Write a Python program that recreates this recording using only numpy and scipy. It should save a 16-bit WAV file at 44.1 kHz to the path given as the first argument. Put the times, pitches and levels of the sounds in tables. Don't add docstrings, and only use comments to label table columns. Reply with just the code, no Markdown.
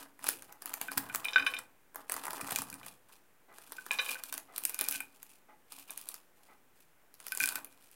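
import sys
import numpy as np
from scipy import signal
from scipy.fft import rfft, irfft
from scipy.io import wavfile

SR = 44100
rng = np.random.default_rng(int(sys.argv[2]) if len(sys.argv) > 2 else 0)


def bounce(signal):
    frames = np.transpose(np.atleast_2d(signal))
    limited = np.clip(frames, -1, 1)
    pcm = np.round(limited * 32767).astype(np.int16)
    wavfile.write(sys.argv[1], SR, pcm)


N = 350595

# [t/s, peak level/dB, shell boom level/dB over that peak]
CRACKS = [(0.192, -42.5, -1), (0.242, -22.5, -11), (0.2673, -30, 2), (0.288, -7.5, -14), (0.4224, -32, -13),
          (0.525, -33, -15), (0.6213, -28, -15), (0.658, -21, -14.5), (0.694, -28, -15),
          (0.7393, -17, -13.5), (0.814, -17.5, -9), (0.917, -23, -7.5), (0.9747, -16.5, -7.5),
          (0.9784, -6.5, -17.5), (0.985, -28, -34), (1.142, -28, -13), (1.148, -14.5, -9.5),
          (1.1581, -16, -27), (1.249, -21.5, -15), (1.5893, -24.5, -9), (1.946, -36.5, -5.5),
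          (1.958, -24, -8.5), (2.0967, -20.5, -8.5), (2.1201, -15, -18), (2.1406, -23, -9),
          (2.165, -24, -7), (2.179, -32, -3), (2.237, -27.5, -6), (2.2537, -25, -8), (2.2676, -25.5, -3.5),
          (2.281, -29.5, 4.5), (2.3067, -23, -15), (2.3318, -22, -9.5), (2.344, -36, -14),
          (2.378, -41, 5.5), (2.394, -38, -13), (2.4125, -22.5, -10.5), (2.467, -38, -2), (2.485, -35, 3),
          (2.492, -33.5, -2), (2.5094, -22.5, -7), (2.52, -20.5, -8.5), (2.56, -12, -27),
          (2.587, -15.5, -14), (2.619, -20, -14), (2.701, -28, -37), (2.728, -32, -22), (2.741, -26, -39),
          (2.864, -28.5, -14), (3.584, -36.5, -5.5), (3.721, -26.5, -11.5), (3.8642, -28, -7.5),
          (3.9151, -20.5, -12.5), (3.9337, -25, -19), (4.2367, -19.5, -22.5), (4.3261, -17, -19),
          (4.3398, -20, -35), (4.3786, -21.5, -16.5), (4.562, -24, -25), (4.5805, -15.5, -21.5),
          (4.637, -23, -31), (4.652, -9.5, -36), (4.6956, -16.5, -27), (4.7445, -19.5, -27),
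          (4.7905, -15, -22.5), (4.811, -9, -35), (4.8407, -20.5, -36), (4.8862, -11, -44),
          (4.9109, -16, -36), (4.9247, -20.5, -38), (5.005, -23.5, -15), (5.2295, -29.5, -18.5),
          (5.722, -28, -17.5), (5.797, -33.5, -24), (5.9064, -25, -15.5), (5.9762, -22.5, -28),
          (6.0136, -29, -37), (6.0884, -21, -51), (6.1423, -25.5, -19.5), (7.141, -35, -35),
          (7.202, -32.5, -15), (7.2665, -25, -17), (7.2829, -25, -24), (7.321, -20, -35),
          (7.35, -20.5, -21), (7.3739, -16.5, -24), (7.401, -15.5, -29), (7.4114, -19, -40),
          (7.432, -17, -24), (7.438, -13.5, -45), (7.458, -11.5, -42), (7.475, -18, -37),
          (7.489, -13.5, -25), (7.524, -25, -16), (7.556, -12.5, -29), (7.6462, -26.5, -23),
          (7.914, -40, -29)]
# [f/Hz, level/dB per Hz]
CRUST_COLOUR = [(1470, -27.5), (2450, 3.5), (3100, -3), (6200, -5), (10400, 1.5), (15500, -3)]
# [f/Hz, width/Hz, level/dB]
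SHELL = [(560, 1800, 7), (1120, 800, 11.5), (2050, 410, -1.5)]
OPENED_S, WHOLE_PITCH = 1.2, 1.3
SPLINTER_SPAN_S, SPLINTER_DB, SPLINTER_CYCLES = 0.0158, -10, 1.1
SPLINTER_LEAD = 0.26


def cracks():
    out, t = np.zeros(N + 2000), np.arange(2000) / SR
    tears = rng.standard_normal((len(CRACKS), 2000))
    draws = rng.random((len(CRACKS), 10))
    for (s, peak_db, boom_db), tear, (pitch, *splinters) in zip(CRACKS, tears, draws):
        snap = coloured(np.gradient(tear) * t * np.exp(-t / 0.00033), CRUST_COLOUR, taps=32)
        flake_hz = 8000 + 7000 * pitch
        flake = ring(tear * t * np.exp(-t / 0.00083), flake_hz, 7.6 / flake_hz)
        bright = snap / np.abs(snap).max() + 0.27 * flake / np.abs(flake).max()
        bright *= from_db(peak_db) / np.abs(bright).max()

        shell_pitch = WHOLE_PITCH if s < OPENED_S else 1
        shell = np.multiply(SHELL, [shell_pitch, 1, 1])
        boom = resonate(tear * np.exp(-t / 0.0028), shell)
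        boom *= from_db(peak_db + boom_db) / np.abs(boom).max()
        out[round(s * SR):][:2000] += bright + boom

        for when, size, tone in np.reshape(splinters, (3, 3)):
            chip_hz = 4000 * 4 ** tone
            chip = ring(tear * np.exp(-t / 0.00025), min(chip_hz, 15000), SPLINTER_CYCLES / chip_hz)
            chip *= from_db(peak_db + (1.0 + size) * SPLINTER_DB) / np.abs(chip).max()
            chip_s = s + (when - SPLINTER_LEAD) * SPLINTER_SPAN_S
            out[round(chip_s * SR):][:2000] += chip
    return out[:N]


# [start t/s, length/s, crackle level/dB, its change by the end/dB, shell rumble level/dB]
STROKES = [(0.0, 0.0098, -50, -3, -51), (0.228, 0.042, -54, 16.5, -53.5), (0.373, 0.19, -56, -15.5, -70),
           (0.639, 0.36, -57.5, 7, -56.5), (1.017, 0.55, -58, 6, -54), (1.976, 0.025, -58, -3, -57),
           (2.112, 0.16, -46.5, -6.5, -51), (2.265, 0.31, -54.5, 14, -50), (2.673, 0.21, -69, 15.5, -60),
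           (3.098, 0.032, -64, 4.5, -66), (3.531, 0.31, -66.5, 12.5, -66), (3.91, 0.22, -52, 8.5, -54),
           (4.185, 0.21, -55, 0, -61.5), (4.53, 0.21, -64, 11.5, -62), (4.808, 0.14, -52, 10, -58),
           (5.138, 0.2, -64.5, 2, -77), (5.725, 0.073, -56, 3.5, -65.5), (5.891, 0.27, -56.5, -2.5, -65.5),
           (6.376, 0.14, -66.5, -5.5, -76.5), (6.777, 0.039, -70, 1.5, -88), (7.208, 0.26, -63, 7, -66.5),
           (7.422, 0.17, -41.5, -15, -57), (7.71, 0.36, -66, 1.5, -77)]
STROKE_RISE_DB_PER_S, STROKE_FALL_DB_PER_S = 489, 204


def sawing_levels():
    start, length, first_db, change_db, shell_db = np.transpose(STROKES)
    edges = STROKE_RISE_DB_PER_S, STROKE_FALL_DB_PER_S
    crackle_db = swells(start, length, first_db, first_db + change_db, *edges)
    rumble_db = swells(start, length, shell_db, shell_db, *edges)
    return crackle_db, rumble_db


def crackle(crackle_db, rumble_db):
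    flakes = grains(per_s=1200, spread_db=5.0, clump_db=6.5)
    dealt = rng.integers(0, 10, N)
    rings = 0
    for k, hz in enumerate(np.geomspace(3000, 15000, 10)):
        rings = rings + rms_one(ring(flakes * (dealt == k), hz, 20.0 / hz))
    bright = rms_one(coloured(2.2 * flakes + 0.29 * rings, CRUST_COLOUR))
    pushes = 0.6 * flakes + grains(per_s=350, spread_db=4.0, clump_db=6.0)
    rumble = rms_one(resonate(pushes, SHELL))
    return from_db(crackle_db) * bright + from_db(rumble_db) * rumble


# [start t/s, length/s, strength level/dB]
SCRAPES = [(0.273, 0.023, -93), (1.34, 0.27, -90.5), (2.53, 0.068, -85), (3.951, 0.22, -81.5),
           (4.776, 0.14, -75.5), (7.411, 0.16, -80)]
SCRAPE_RISE_DB_PER_S, SCRAPE_FALL_DB_PER_S = 250.5, 146


def scrape_level():
    start, length, drag_db = np.transpose(SCRAPES)
    return swells(start, length, drag_db, drag_db, SCRAPE_RISE_DB_PER_S, SCRAPE_FALL_DB_PER_S)


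# [t/s, strength level/dB, extra level/dB on the 1.5 kHz modes,
# extra level/dB on the free modes, hardness as level/dB one octave above 2.5 kHz]
KNOCKS = [(0.884, -36.5, 11.5, -11, -7), (1.098, -37.5, 5, -5, -9), (1.245, -36, -27, -7, 14),
          (1.2537, -23, -27, -10, -21), (1.2842, -29.5, -32, -5.5, 9), (1.333, -30, -2, 4.5, 11),
          (1.3435, -38, -17, -6.5, 14), (1.3594, -17, 13, -2, 3.5), (1.382, -22.5, 4, -2, -2),
          (1.3962, -31.5, -18, 6.5, 3), (1.424, -31.5, 5, -1.5, 6), (1.4643, -21.5, -20, 2.5, 2),
          (1.467, -26, 10.5, -3, 11), (1.5381, -26, -1, -8, 2.5), (1.5663, -34.5, -6, -2, 10),
          (2.412, -34.5, -10, -9, -18), (2.5607, -36, 3, -7, -16), (2.727, -44.5, 4, -6.5, -6),
          (2.831, -42.5, -2, 2, 0), (3.783, -49.5, 16.5, 4, -4), (3.909, -20, -32, 0.5, -1.5),
          (3.939, -31.5, -20, 2, 0), (3.987, -32, -12, 12.5, 6), (3.9925, -22, 2, 6, 5.5),
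          (4.063, -30.5, -22, 1, -0.5), (4.0907, -28.5, -22, -0.5, -1), (4.1547, -41, 11, -12.5, -15),
          (4.3262, -42.5, 12, -6.5, 16), (4.9489, -36.5, 4, -3, -13), (5.004, -30, 0, -14, -23),
          (5.8963, -41.5, -10, 1, 0), (7.321, -35, 6, -4, -19), (7.4038, -23, 5.5, -17, -19),
          (7.422, -36, 8, -7, -16), (7.4372, -24.5, 7, -7, -16), (7.475, -32.5, 8, -18, -12),
          (7.521, -49, 18, -24, -14), (7.558, -32, 5.5, -17, -27)]
PLATE_HZ = [515, 1097, 1510, 1528, 1696, 2315, 2425, 2470, 3030, 3665, 3935, 4912, 5335, 6015, 7200]
# [level/dB, t60/s]
PLATE_MODES = [(-21, 0.56), (-17, 0.21), (-12, 0.15), (-7, 0.18), (-19, 0.42), (-15, 0.1), (0, 0.13),
               (-4, 0.18), (-7.5, 0.098), (-8, 0.12), (-11, 0.104), (-20, 0.11), (-22, 0.12),
               (-21.5, 0.078), (-26.5, 0.11)]
FREE_HZ = [515, 1097, 1696, 3935, 4912, 6015]
LASTING_SHARE, DAMPED_T60_SHARE = .2, .28
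SCRAPE_HARDNESS_DB = -7.5


def plate(scrape_db):
    s, peak_db, extra_db, free_db, hardness = np.transpose(KNOCKS)
    at, out = np.round(s * SR).astype(int), np.zeros(N)
    scrape = from_db(scrape_db) * grains(per_s=250, spread_db=5, clump_db=5)
    chatter = from_db(-32) * grains(per_s=600, spread_db=2, clump_db=3)
    spot_db = 2.0 * rng.standard_normal((len(at), len(PLATE_MODES)))
    sides = rng.choice([-1, 1], spot_db.shape)
    signs = (-1) ** np.cumsum(np.diff(np.log2(PLATE_HZ), prepend=0) > .2)
    for k, (hz, (level_db, t60)) in enumerate(zip(PLATE_HZ, PLATE_MODES)):
        free = hz in FREE_HZ
        height = np.sqrt(np.log2(max(hz, 2500) / 2500))
        strength_db = peak_db - 6 + hardness * height
        strength_db = strength_db + extra_db * (abs(hz - 1500) < 100) + free_db * free
        blows = np.zeros(N)
        blows[at] = from_db(strength_db + spot_db[:, k]) * (sides[:, k] if free or hz > 3500 else 1)
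        if hz < 2600:
            blows = signal.lfilter(np.hanning(9) / 4, 1, blows)
        after = signal.lfilter([1], [1, -np.exp(-1 / SR / 0.012)], blows)
        contacts = blows + after * chatter + from_db(SCRAPE_HARDNESS_DB * height) * scrape
        waver = flutter(per_s=110, depth_db=1.5 if free else 4.5)
        lasting = waver * ring(contacts, hz, t60)
        damped = ring(contacts, hz, DAMPED_T60_SHARE * t60)
        out += signs[k] * from_db(level_db) * (LASTING_SHARE * lasting + damped)
    soften = signal.butter(2, 6000, fs=SR, output="sos")
    return signal.sosfilt(soften, high_passed(out, hz=450))


# [f/Hz, level/dB, t60/s]
BLADE_MODES = [(9560, 0, .1), (10930, -8, .05), (12250, -12, .05)]
# [t/s, strength level/dB]
BLADE_RINGS = [(1.4655, -41), (1.5372, -50)]


def blade():
    s, strength_db = np.transpose(BLADE_RINGS)
    blows = np.zeros(N)
    blows[np.round(s * SR).astype(int)] = from_db(strength_db)
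    return sum(from_db(db) * flutter(per_s=110, depth_db=3) * ring(blows, hz, t60) for hz, db, t60 in BLADE_MODES)


# [t/s, strength level/dB, extra level/dB on the top resonance]
THUDS = [(0.263, -49, 2.5), (0.967, -36.5, 4), (1.371, -59, 16.5), (1.408, -58.5, 19), (1.529, -61, 11),
         (2.15, -53, 7), (2.424, -40, 2), (2.516, -39.5, -2), (2.594, -41, 5), (2.722, -44.5, 2.5),
         (4.885, -57, 10), (4.957, -62, 16.5), (7.414, -46, 3.5)]
# [f/Hz, width/Hz, level/dB]
TABLE_MODES = [(127, 17, -4), (191, 19, -3), (277.1, 12, 6.5)]
THUD_PUSH_S, LUMPS_UNDER_RUMBLE_DB = 0.0019, -11


def table(rumble_db):
    s, strength_db, top_db = np.transpose(THUDS)
    t = np.arange(2000) / SR
    push, thuds = t * np.exp(-t / THUD_PUSH_S), 0
    for modes, db in ((TABLE_MODES[:-1], strength_db), (TABLE_MODES[-1:], strength_db + top_db)):
        jolts = np.zeros(N)
        jolts[np.round(s * SR).astype(int)] = from_db(db)
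        thuds = thuds + resonate(signal.fftconvolve(jolts, push)[:N], modes)
    thuds = thuds / np.abs(resonate(push, TABLE_MODES)).max()
    lumps = rms_one(resonate(grains(per_s=31, spread_db=3.0, clump_db=3.0), TABLE_MODES))
    return thuds + from_db(rumble_db + LUMPS_UNDER_RUMBLE_DB) * lumps


# [f/Hz, level/dB, t60/s]
CLOCK_MODES = [(776, -12, 0.12), (847, -9, 0.066), (1010, -2.5, 0.011), (1259, 0, 0.018),
               (1456, -12, 0.018), (1994, -3.5, 0.018)]
CLOCK_FIRST_S, CLOCK_DB = .48, -54.5


def clock():
    rattle, t = np.zeros(N), np.arange(4000) / SR
    shape = t / 0.012 * np.exp(-t / 0.019) * 0.11
    for s in np.arange(CLOCK_FIRST_S, N / SR - .1, 1):
        rattle[round(s * SR):][:4000] = rng.standard_normal(4000) * shape
    return from_db(CLOCK_DB) * sum(from_db(db) * ring(rattle, hz, t60) for hz, db, t60 in CLOCK_MODES)


OPPOSITE_DB = -19


def opposite_treble(near):
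    smear = rng.standard_normal(300) * np.exp(-np.arange(300) / 80)
    treble = signal.sosfilt(signal.butter(8, 4300, "high", fs=SR, output="sos"), near)
    smeared = from_db(OPPOSITE_DB) * signal.fftconvolve(treble, smear / np.linalg.norm(smear))[:N]
    return smeared * [[1], [-1]]


# [f/Hz, t60/s]
ROOM_T60 = [(200, 0.88), (1500, 0.19), (6000, 0.17), (14000, 0.19)]
ROOM_DB = -9


def room(x):
    t, tail = np.arange(SR // 2) / SR, 0
    for low in 62.5 * 2. ** np.arange(8):
        octave = signal.butter(2, [low, 2 * low], "band", fs=SR, output="sos")
        band = signal.sosfilt(octave, rng.standard_normal(len(t)))
        tail = tail + band * from_db(-60 * t / at_hz(ROOM_T60, low * np.sqrt(2)))
    tail *= 1 - np.exp(-t / 0.00011)
    return from_db(ROOM_DB) * signal.fftconvolve(x, tail / np.sqrt(np.sum(tail ** 2)))[:N]


# [f/Hz, level/dB per Hz]
AIR_COLOUR = [(18, -19), (30, -9.5), (55, -18), (270, -11), (1330, -16.5), (1510, -15), (2420, -20),
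              (4420, -29.5), (10200, -26), (15500, -24.5)]
AIR_DB = -68


def air():
    return from_db(AIR_DB) * rms_one(coloured(rng.standard_normal(N), AIR_COLOUR, taps=512))


def from_db(db):
    return 10 ** (np.asarray(db) / 20)


def rms_one(x):
    return x / np.sqrt(np.mean(x ** 2) + 1e-20)


def at_hz(points, hz):
    return np.interp(np.log(hz), np.log(np.array(points)[:, 0]), np.array(points)[:, 1])


def coloured(x, spectrum, taps=256):
    hz = np.maximum(np.fft.rfftfreq(taps * 16, 1 / SR), 10)
    cepstrum = irfft(np.log(from_db(at_hz(spectrum, hz))))
    cepstrum[1:taps * 8] *= 2
    cepstrum[taps * 8 + 1:] = 0
    return signal.fftconvolve(x, irfft(np.exp(rfft(cepstrum))))[:len(x)]


def ring(clicks, hz, t60):
    r = from_db(-60 / (t60 * SR))
    w = 2 * np.pi * min(hz, .45 * SR) / SR
    return signal.lfilter([0, np.sin(w)], [1, -2 * r * np.cos(w), r * r], clicks + 1e-18)


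def resonate(x, peaks):
    return sum((-1) ** k * from_db(db) * width * ring(x, hz, np.log(1000) / np.pi / width)
               for k, (hz, width, db) in enumerate(peaks))


def grains(per_s, spread_db, clump_db):
    clumps = np.repeat(rng.standard_normal(N // 400 + 1), 400)[:N]
    born = rng.random(N) < per_s * from_db(clump_db * clumps) / SR
    size = from_db(spread_db * np.minimum(rng.exponential(1, N), 4))
    return rms_one(born * size * rng.choice([-1, 1], N))


def flutter(per_s, depth_db):
    knots = rng.standard_normal(int(N / SR * 200))
    return from_db(depth_db * np.interp(np.arange(N) / SR * min(per_s, 190), np.arange(len(knots)), knots))


def high_passed(x, hz):
    return signal.sosfilt(signal.butter(2, hz, "high", fs=SR, output="sos"), x)


def swells(start, length, first_db, last_db, rise_db_per_s, fall_db_per_s):
    t = np.arange(N)[:, None] / SR
    held = first_db + (last_db - first_db) * np.clip((t - start) / length, 0, 1)
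    rise = rise_db_per_s * np.maximum(start - t, 0)
    fall = fall_db_per_s * np.maximum(t - start - length, 0)
    return np.max(held - rise - fall, axis=1)


def scene():
    crackle_db, rumble_db = sawing_levels()
    small = cracks() + crackle(crackle_db, rumble_db) + plate(scrape_level()) + blade() + clock()
    thuds = high_passed(high_passed(table(rumble_db), hz=100), hz=100)
    near = high_passed(small, hz=259.2) + thuds
    return near + opposite_treble(near) + room(near) + air()


OFFSET, CUTOFF_HZ = -.0005, 15850


def record(dry):
    return signal.sosfilt(signal.ellip(10, .5, 60, CUTOFF_HZ, fs=SR, output="sos"), dry) + OFFSET


dry = scene()
out = record(dry)
bounce(out)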